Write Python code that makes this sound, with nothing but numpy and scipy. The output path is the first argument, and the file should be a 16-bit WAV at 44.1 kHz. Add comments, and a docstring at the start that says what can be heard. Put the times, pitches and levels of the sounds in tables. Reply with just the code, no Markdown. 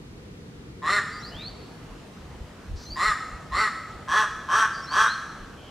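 """Among trees, with far traffic, a soft rustle and wind bumping the microphone.
A crow on a branch overhead caws once, then five times. Its voice box sends out quick pulses that
make its windpipe and beak ring; for the last three caws it tips its head down and the throat changes.
A small bird nearby buzzes and whistles rising notes, and a faint, distant rasp comes at the end.
All the calls echo briefly off the branches and for longer among the trees."""
import sys
import numpy as np
from scipy import signal
from scipy.io import wavfile
from scipy.ndimage import uniform_filter1d

SR = 44100
rng = np.random.default_rng(int(sys.argv[2]) if len(sys.argv) > 2 else 0)


def output_pcm(signal):
    """Save a mono or channel-first signal as 16-bit PCM at the path in sys.argv[1].

    Samples are clipped to [-1, 1] before scaling.
    """
    pcm = np.clip(np.atleast_2d(signal).T, -1, 1) * 32767
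    wavfile.write(sys.argv[1], SR, np.round(pcm).astype(np.int16))


N = 251370


def gain_of(db):
    """Turns decibels into a number to multiply by."""
    return 10 ** (np.asarray(db) / 20)


def evened(x):
    """Scales a signal to an average size (rms) of 1."""
    return x / np.sqrt(np.mean(x ** 2) + 1e-20)


def at_pitch(points, hz):
    """Looks up a value between a table's frequencies, spaced as the ear hears them."""
    f, value = np.transpose(points)
    return np.interp(np.log(hz + 1), np.log(f + 1), value)


def over_time(points):
    """Joins (time, value) points with straight lines across the whole scene."""
    return np.interp(np.arange(N) / SR, *np.transpose(points))


def add(mix, s, sound):
    """Mixes a sound in at second s."""
    part = mix[round(s * SR):][:len(sound)]
    part += sound[:len(part)]


def resonate(x, hz, width):
    """Makes x ring near hz, like air in a tube; a smaller width rings longer."""
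    turn = np.exp(2j * np.pi * np.cumsum(hz * np.ones(len(x))) / SR)
    r = np.exp(-np.pi * abs(width) / SR)
    return 2 * (turn * signal.lfilter([1 - r], [1, -r], x / turn + 1e-18)).real


def wobble(length, span):
    """A smooth random wiggle that changes over about span samples."""
    return evened(uniform_filter1d(uniform_filter1d(rng.standard_normal(length), span), span))


def arch(length, rise):
    """A note's time, the part of its rise still to come (1 to 0) and of its fall done (0 to 1)."""
    t = np.arange(round(length * SR)) / SR
    return t, np.clip(1 - t / rise, 0, 1), np.clip((t - rise) / (length - rise), 0, 1)


def noise(spectrum, alike, patchy_db):
    """Stereo noise of a given tone colour, with drifting louder and softer patches."""
    frames, hz = N // 256 + 5, np.fft.rfftfreq(1024, 1 / SR)
    a, b, c, d, patches = rng.standard_normal((frames, 513, 5)).T
    patches = evened(uniform_filter1d(uniform_filter1d(patches, size=10, axis=0), size=16, axis=1))
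    same = np.clip(at_pitch(alike, hz), -1, 1)[:, None]
    left = a + 1j * b
    right = same * left + np.sqrt(1 - same ** 2) * (c + 1j * d)
    bands = np.array([left, right]) * gain_of(at_pitch(spectrum, hz)[:, None] + patchy_db * patches)
    return evened(signal.istft(bands, nperseg=1024, noverlap=768)[1][:, :N])


TRAFFIC_COLOUR = [(12, -27), (20, -48), (83, -2), (171, 1), (259, -4), (439, -7.5), (478, -4.5), (534, -19),
                  (1920, -22), (2400, -23.5), (2610, -24.5), (4310, -27), (10800, -38.5), (12400, -42),
                  (15500, -45)]  # tone colour of the rumble: f/Hz, relative level/dB
TRAFFIC_ALIKE = [(60, 1), (150, 1), (380, 0.77), (950, -0.15), (2380, -0.38), (5980, -0.3), (15000, -0.58)]  # how alike left and right are: f/Hz, likeness (1 = the same)
TRAFFIC_LEVEL = [(0, -44), (1.6, -43.5), (2.6, -46), (5.7, -45.5)]  # how loud the road is: t/s, level/dB


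def traffic():
    """Far cars blend into one low, nearly steady rumble."""
    return gain_of(over_time(TRAFFIC_LEVEL)) * noise(TRAFFIC_COLOUR, TRAFFIC_ALIKE, patchy_db=0.46)


RUSTLE_COLOUR = [(290, -34), (500, -7), (577, -1.5), (901, -4.5), (1250, -6.5), (4980, -20.5), (6640, -22),
                 (15500, -38)]  # tone colour of the rustle: f/Hz, relative level/dB
RUSTLE_ALIKE = [(60, 0.87), (150, 1), (380, 1), (950, 0.86), (2380, 0.92), (5980, 0.74), (15000, 0.054)]  # how alike left and right are: f/Hz, likeness (1 = the same)
RUSTLE_LEVEL = [(0, -61.5), (.86, -66), (1, -51), (1.4, -51), (1.9, -51.5), (3.1, -50.5), (5.1, -49),
                (5.7, -51.5)]  # how loud the rustle is: t/s, level/dB


def rustle():
    """A soft rustling hiss, faint at first, stepping up at about one second."""
    return gain_of(over_time(RUSTLE_LEVEL)) * noise(RUSTLE_COLOUR, RUSTLE_ALIKE, patchy_db=2.0)


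WIND_LEVEL = [(0, -48.5), (1.2, -57.5), (4, -56.5), (5.7, -53)]  # the rumble between gusts: t/s, level/dB
# One gust a row: t/s, thump level/dB, f/Hz, thump rise/s, swell level/dB
WIND_GUSTS = [(1.337, -38.5, 46.4, 0.017, -48), (1.493, -45, 50, 0.018, -52),
              (1.894, -40.5, 43, 0.026, -58), (2.254, -41, 39.8, 0.011, -48),
              (2.303, -42, 73.6, 0.023, -47), (2.403, -29.5, 52.6, 0.013, -40),
              (2.681, -36, 86.5, 0.022, -30), (2.727, -51, 59.2, 0.022, -40),
              (2.888, -56, 50.4, 0.013, -40.5), (3.052, -37, 40, 0.021, -37),
              (3.324, -35, 45.6, 0.014, -42), (3.496, -37.5, 59.2, .03, -42), (3.92, -47, 50, 0.019, -45),
              (5.4, -38.5, 32, 0.016, -51.5)]
GATHER_S, EASE_S = 0.025, 0.026  # how fast a swell comes and goes


def wind():
    """Air rumbles on the microphone, swelling around each gust and thumping as it hits."""
    band = signal.butter(3, [32, 95], "band", fs=SR, output="sos")
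    rumble, eddies = evened(signal.sosfilt(band, rng.standard_normal((2, N))))
    strength = gain_of(over_time(WIND_LEVEL) + 2.5 * wobble(N, 3000))
    thumps = np.zeros(N)
    for s, peak_db, hz, rise, swell_db in WIND_GUSTS:
        since = np.arange(N) / SR - s - 2 * rise
        strength += gain_of(swell_db) * np.exp(np.minimum(since / GATHER_S, -since / EASE_S))
        t = np.arange(round(4 * rise * SR)) / SR
        add(thumps, s, gain_of(peak_db) * t / rise * np.exp(1 - t / rise) * np.sin(2 * np.pi * hz * t))
    sides = gain_of(-15.5) * eddies * np.array([[1], [-1]])  # the same swirls of air push the two sides in opposite directions
    return thumps + strength * (rumble + sides)


# One caw a row: t/s, length/s, rise/s, effort/dB, top pitch/Hz, closing pitch/Hz, first ring/Hz,
# second ring/Hz, beak ring/Hz, extra brightness at the start/dB, then four parts compared with the
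# first ring: second ring/dB, middle/dB, treble/dB, low tones/dB
CROW_CAWS = [(0.813, .19, 0.13, -26, 206.8, 185.1, 1330, 1970, 4220, -9.5, 0, -9, -14, -18),
             (2.952, 0.18, .11, -25, 216.5, 186.6, 1292, 2008, 4250, 2, -3.5, -11.5, -15, -22.5),
             (3.508, 0.18, 0.1, -25, 218.1, 202, 1324, 2050, 4430, -2, -3.5, -11, -17.5, -21),
             (4.071, 0.18, .11, -24.5, 217.8, 197.7, 1190, 1736, 3390, 3.5, -1.5, -10, -16, -19),
             (4.475, 0.19, .1, -23, 227.8, 214.4, 1209, 1680, 3250, -2.5, -2, -12, -15.5, -20.5),
             (4.9, 0.18, .11, -23.5, 225.2, 204, 1208, 1671, 3325, 0.5, -1, -9.5, -14, -20)]
BRIGHT_START = (0.81, 0.68, 1.7, -0.26)  # for those four parts: share of the extra brightness
END_CHANGE_DB = (8, -7.5, -0.5, -8)  # for those four parts: change by the end/dB
# Higher rings of windpipe and beak, head level or down; three middle rows, then treble:
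# f/Hz, width/Hz, level/dB
RINGS_LEVEL = [(4285, 290, -18.5), (2450, 950, -31), (3885, 190, -22), (5380, 500, -24), (7390, 420, -23.5),
               (8070, 470, -37), (8870, 690, -31.5), (10440, 600, -40.5), (13100, 2300, -51)]
RINGS_DOWN = [(3540, 150, -10.5), (2450, 500, -22), (3800, 1520, -21), (5750, 460, -16), (6150, 690, -17),
              (8160, 190, -22), (8770, 400, -27), (11100, 1700, -38), (12200, 960, -38.5)]
RING_WIDTHS = {"level": (140, 220), "down": (200, 200)}  # for each head pose: first width/Hz, second width/Hz
# A shut beak lowers the rings. For each pose, at start and end: share of first, second, beak pitch
BEAK_SHUT = {"level": ((.79, 0.91, 0.897), (.91, 0.86, 0.873)), "down": ((.88, .95, .96), (.93, .94, 0.96))}
HEAD_TIPS_S, OPENING_HZ = 3.9, 146.07  # when the head goes down; pitch each caw starts on
ROUGH_START, ROUGH_HELD = .08, {"level": .19, "down": .24}  # share of breath noise in the voice


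def caw(s, length, rise, top_db, top_hz, closing_hz, first_hz, second_hz, beak_hz, bright_db, *mix_db):
    """Sharp, uneven pulses from the crow's voice box make its windpipe and beak ring."""
    t, early, late = arch(length, rise)
    pose = "level" if s < HEAD_TIPS_S else "down"
    sag = np.sin(np.pi / 2 * early) ** 1.9  # the pitches start low and climb
    hz = top_hz - (top_hz - OPENING_HZ) * sag - (top_hz - closing_hz) * late ** 2
    effort_db = top_db - 22 * early ** 2.53 - 7.5 * late ** 2.03
    first_hz, second_hz, beak_hz = (
        f * (1 - (1 - start) * sag - (1 - end) * late)
        for f, start, end in zip((first_hz, second_hz, beak_hz), *BEAK_SHUT[pose]))
    second_db, middle_db, treble_db, low_db = (
        db + share * bright_db * early ** 3.1 + change * late ** 2
        for db, share, change in zip(mix_db, BRIGHT_START, END_CHANGE_DB))

    rough = ROUGH_HELD[pose] - (ROUGH_HELD[pose] - ROUGH_START) * early ** 4
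    rough += .25 * (t / length) ** 4  # the voice breaks up as it ends
    turns = np.cumsum(hz * (1 + .07 * rough * wobble(len(t), 150))) / SR  # counts the pulses
    size = gain_of(5 * rough * rng.standard_normal(80)[turns.astype(int)])
    harmonic = np.arange(1, 100)[:, None]
    pulses = size * np.sum(np.cos(2 * np.pi * harmonic * turns) * (harmonic * hz < 15000), 0)
    puffs = size * (0.18 + np.exp(-(turns % 1))) * rng.standard_normal(len(t))
    raspy = (1 - rough) * evened(pulses) + rough * evened(puffs)
    cleaner = (1 - .5 * rough) * evened(pulses) + .5 * rough * evened(puffs)

    shut = np.clip(1 - t / .09, 0, 1)  # the beak opens early on; while shut the throat rings longer
    throat = []
    for f, width in zip((first_hz, second_hz), RING_WIDTHS[pose]):
        closed, opened = evened(resonate(raspy, f, .5 * width)), evened(resonate(raspy, f, width))
        throat.append(evened(resonate(shut * closed + (1 - shut) * opened, f, 526)))
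    first, second = throat
    low_tones = evened(resonate(resonate(pulses, 780, 1200), 600, 950))  # no breath noise here

    rings = RINGS_LEVEL if pose == "level" else RINGS_DOWN
    beak_shift = beak_hz / rings[0][0]
    upper = []
    for n, (f, width, db) in enumerate(rings):
        ring_hz = f * (beak_shift if n < 3 else beak_shift ** .4)  # treble follows the beak less
        ring = resonate(resonate(cleaner, ring_hz, width), ring_hz, 2 * width)
        upper.append((-1) ** n * gain_of(db) * ring)
    middle, treble = evened(sum(upper[:3])), evened(sum(upper[3:]))
    join = np.clip(t / 0.013, 0, 1) ** 3  # middle and treble come in a moment late
    voice = first - gain_of(second_db) * second - gain_of(low_db) * low_tones
    voice += join * (gain_of(middle_db) * middle + gain_of(treble_db) * treble)
    return s, gain_of(effort_db) * voice * signal.windows.tukey(len(t), .1)


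# Hoarse bird notes; the last is a faint, distant rasp: t/s, length/s, f/Hz, width/Hz, level/dB
BIRD_BUZZES = [(1.105, 0.085, 4700, 440, -54), (2.755, 0.096, 4750, 2600, -53),
               (2.765, 0.41, 12600, 12000, -72.5), (1.15, .3, 14000, 4000, -80),
               (2.834, 0.036, 6100, 250, -54), (2.88, 0.035, 6700, 400, -64),
               (1.362, 0.084, 2480, 500, -55), (4.724, 0.078, 4730, 660, -51),
               (5.556, 0.24, 3100, 640, -59)]


def buzz(s, length, hz, width, level_db):
    """A hoarse bird note: hiss narrowed around one pitch."""
    hiss = rng.standard_normal(round(length * SR))
    for _ in range(3):
        hiss = resonate(hiss, hz, width)
    return s, gain_of(level_db) * evened(hiss) * signal.windows.tukey(len(hiss), .2)


# The small bird's clear notes: t/s, length/s, first f/Hz, last f/Hz, peak level/dB,
# place of the peak (0-1), start compared with peak/dB, slowing of the slide (0 = steady)
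BIRD_WHISTLES = [(1.18, .042, 5050, 5960, -54, .5, -12, 0), (1.207, 0.097, 3610, 5320, -42.5, 0.36, -19, 0),
                 (1.306, .195, 2768, 4712, -40.5, 0.89, -14, 0), (2.853, 0.034, 3950, 4350, -48, .7, -7, 0),
                 (2.893, 0.067, 4400, 4956, -40, 0.38, -11, -.1),
                 (4.816, 0.033, 5280, 5440, -46, 0.84, -10, .05),
                 (4.864, .082, 3970, 4780, -39.5, 0.85, -13, .3),
                 (5.056, 0.094, 3510, 4370, -39, 0.48, -10, .5)]


def whistle(s, length, first_hz, last_hz, peak_db, place, start_db, slowing):
    """The small bird slides an almost pure tone upward, with a slight flutter."""
    t, early, late = arch(length, np.clip(place, .05, .95) * length)
    hz = first_hz + (last_hz - first_hz) * (t / length + slowing * np.sin(np.pi * t / length) / np.pi)
    phase = 2 * np.pi * np.cumsum(hz * (1 + 0.0077 * wobble(len(t), 60))) / SR
    tone = np.sin(phase) + gain_of(-34) * np.sin(2 * phase) + gain_of(-42) * np.sin(3 * phase)
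    flutter_db = 2.5 * wobble(len(t), 120)
    level_db = peak_db + start_db * early - 12 * late + flutter_db
    return s, np.sqrt(2) * gain_of(level_db) * tone * signal.windows.tukey(len(t), .15)


# How long echoes of near branches and farther trees take to fade by 60 dB: f/Hz, fade time/s
BRANCH_FADE = [(400, .1), (1500, .13), (8000, .13)]
TREE_FADE = [(400, 0.3), (1200, 1.075), (2800, 0.84), (7000, 1.05), (14000, 0.61)]
BRANCH_COLOUR = [(500, 9), (1500, -1), (4000, -1.5), (9000, 0)]  # tone colour of the branch echoes: f/Hz, level/dB
ECHO_SPREAD = [(60, .15), (500, 0.017), (1500, 0.052), (4000, 0.16), (9000, 0.59)]  # how wide the echoes sound: f/Hz, share that differs left to right


def echoes(x, fade, start_s, colour=((100, 0), (9000, 0))):
    """Sound bounces back as many tiny copies, each pitch range fading at its own speed."""
    bounces = np.zeros((2, SR))
    arrivals = np.arange(0, SR - 20, 20) + rng.integers(0, 20, (2, (SR - 1) // 20))
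    np.put_along_axis(bounces, arrivals, rng.choice([-1., 1.], arrivals.shape), 1)
    bounces *= np.arange(SR) > start_s * SR
    hz, t, bands = signal.stft(bounces, SR, nperseg=256)
    centre, side = bands * gain_of(-60 * t / at_pitch(fade, hz)[:, None])
    energy = np.sum(signal.istft(centre, SR, nperseg=256)[1] ** 2)
    side *= at_pitch(ECHO_SPREAD, hz)[:, None]
    stereo = np.array([centre + side, centre - side]) * gain_of(at_pitch(colour, hz))[:, None]
    tail = signal.istft(stereo, SR, nperseg=256)[1] / np.sqrt(energy)
    return signal.fftconvolve(x[None], tail, axes=1)[:, :N]


def scene():
    """All the birds share the same echoes, over traffic, rustle and wind."""
    crow, others = np.zeros(N), np.zeros(N)
    for row in CROW_CAWS:
        add(crow, *caw(*row))
    for row in BIRD_WHISTLES:
        add(others, *whistle(*row))
    for row in BIRD_BUZZES:
        add(others, *buzz(*row))
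    calls = crow + gain_of(1.0) * others
    branches = echoes(calls, BRANCH_FADE, start_s=0.0043, colour=BRANCH_COLOUR)
    trees = gain_of(-9.0) * echoes(calls, TREE_FADE, start_s=0.045)
    direct = gain_of(-1.5) * crow + others * gain_of([[.4], [-.4]])  # others a touch to the left
    return direct + branches + trees + rustle() + traffic() + wind()


def record(dry):
    """Cuts the very highest treble, above 15680 Hz."""
    treble_cut = signal.firwin(511, 15680, window=("kaiser", 9), fs=SR)
    return signal.oaconvolve(dry, treble_cut[None], "same")


dry = scene()
out = record(dry)
output_pcm(out)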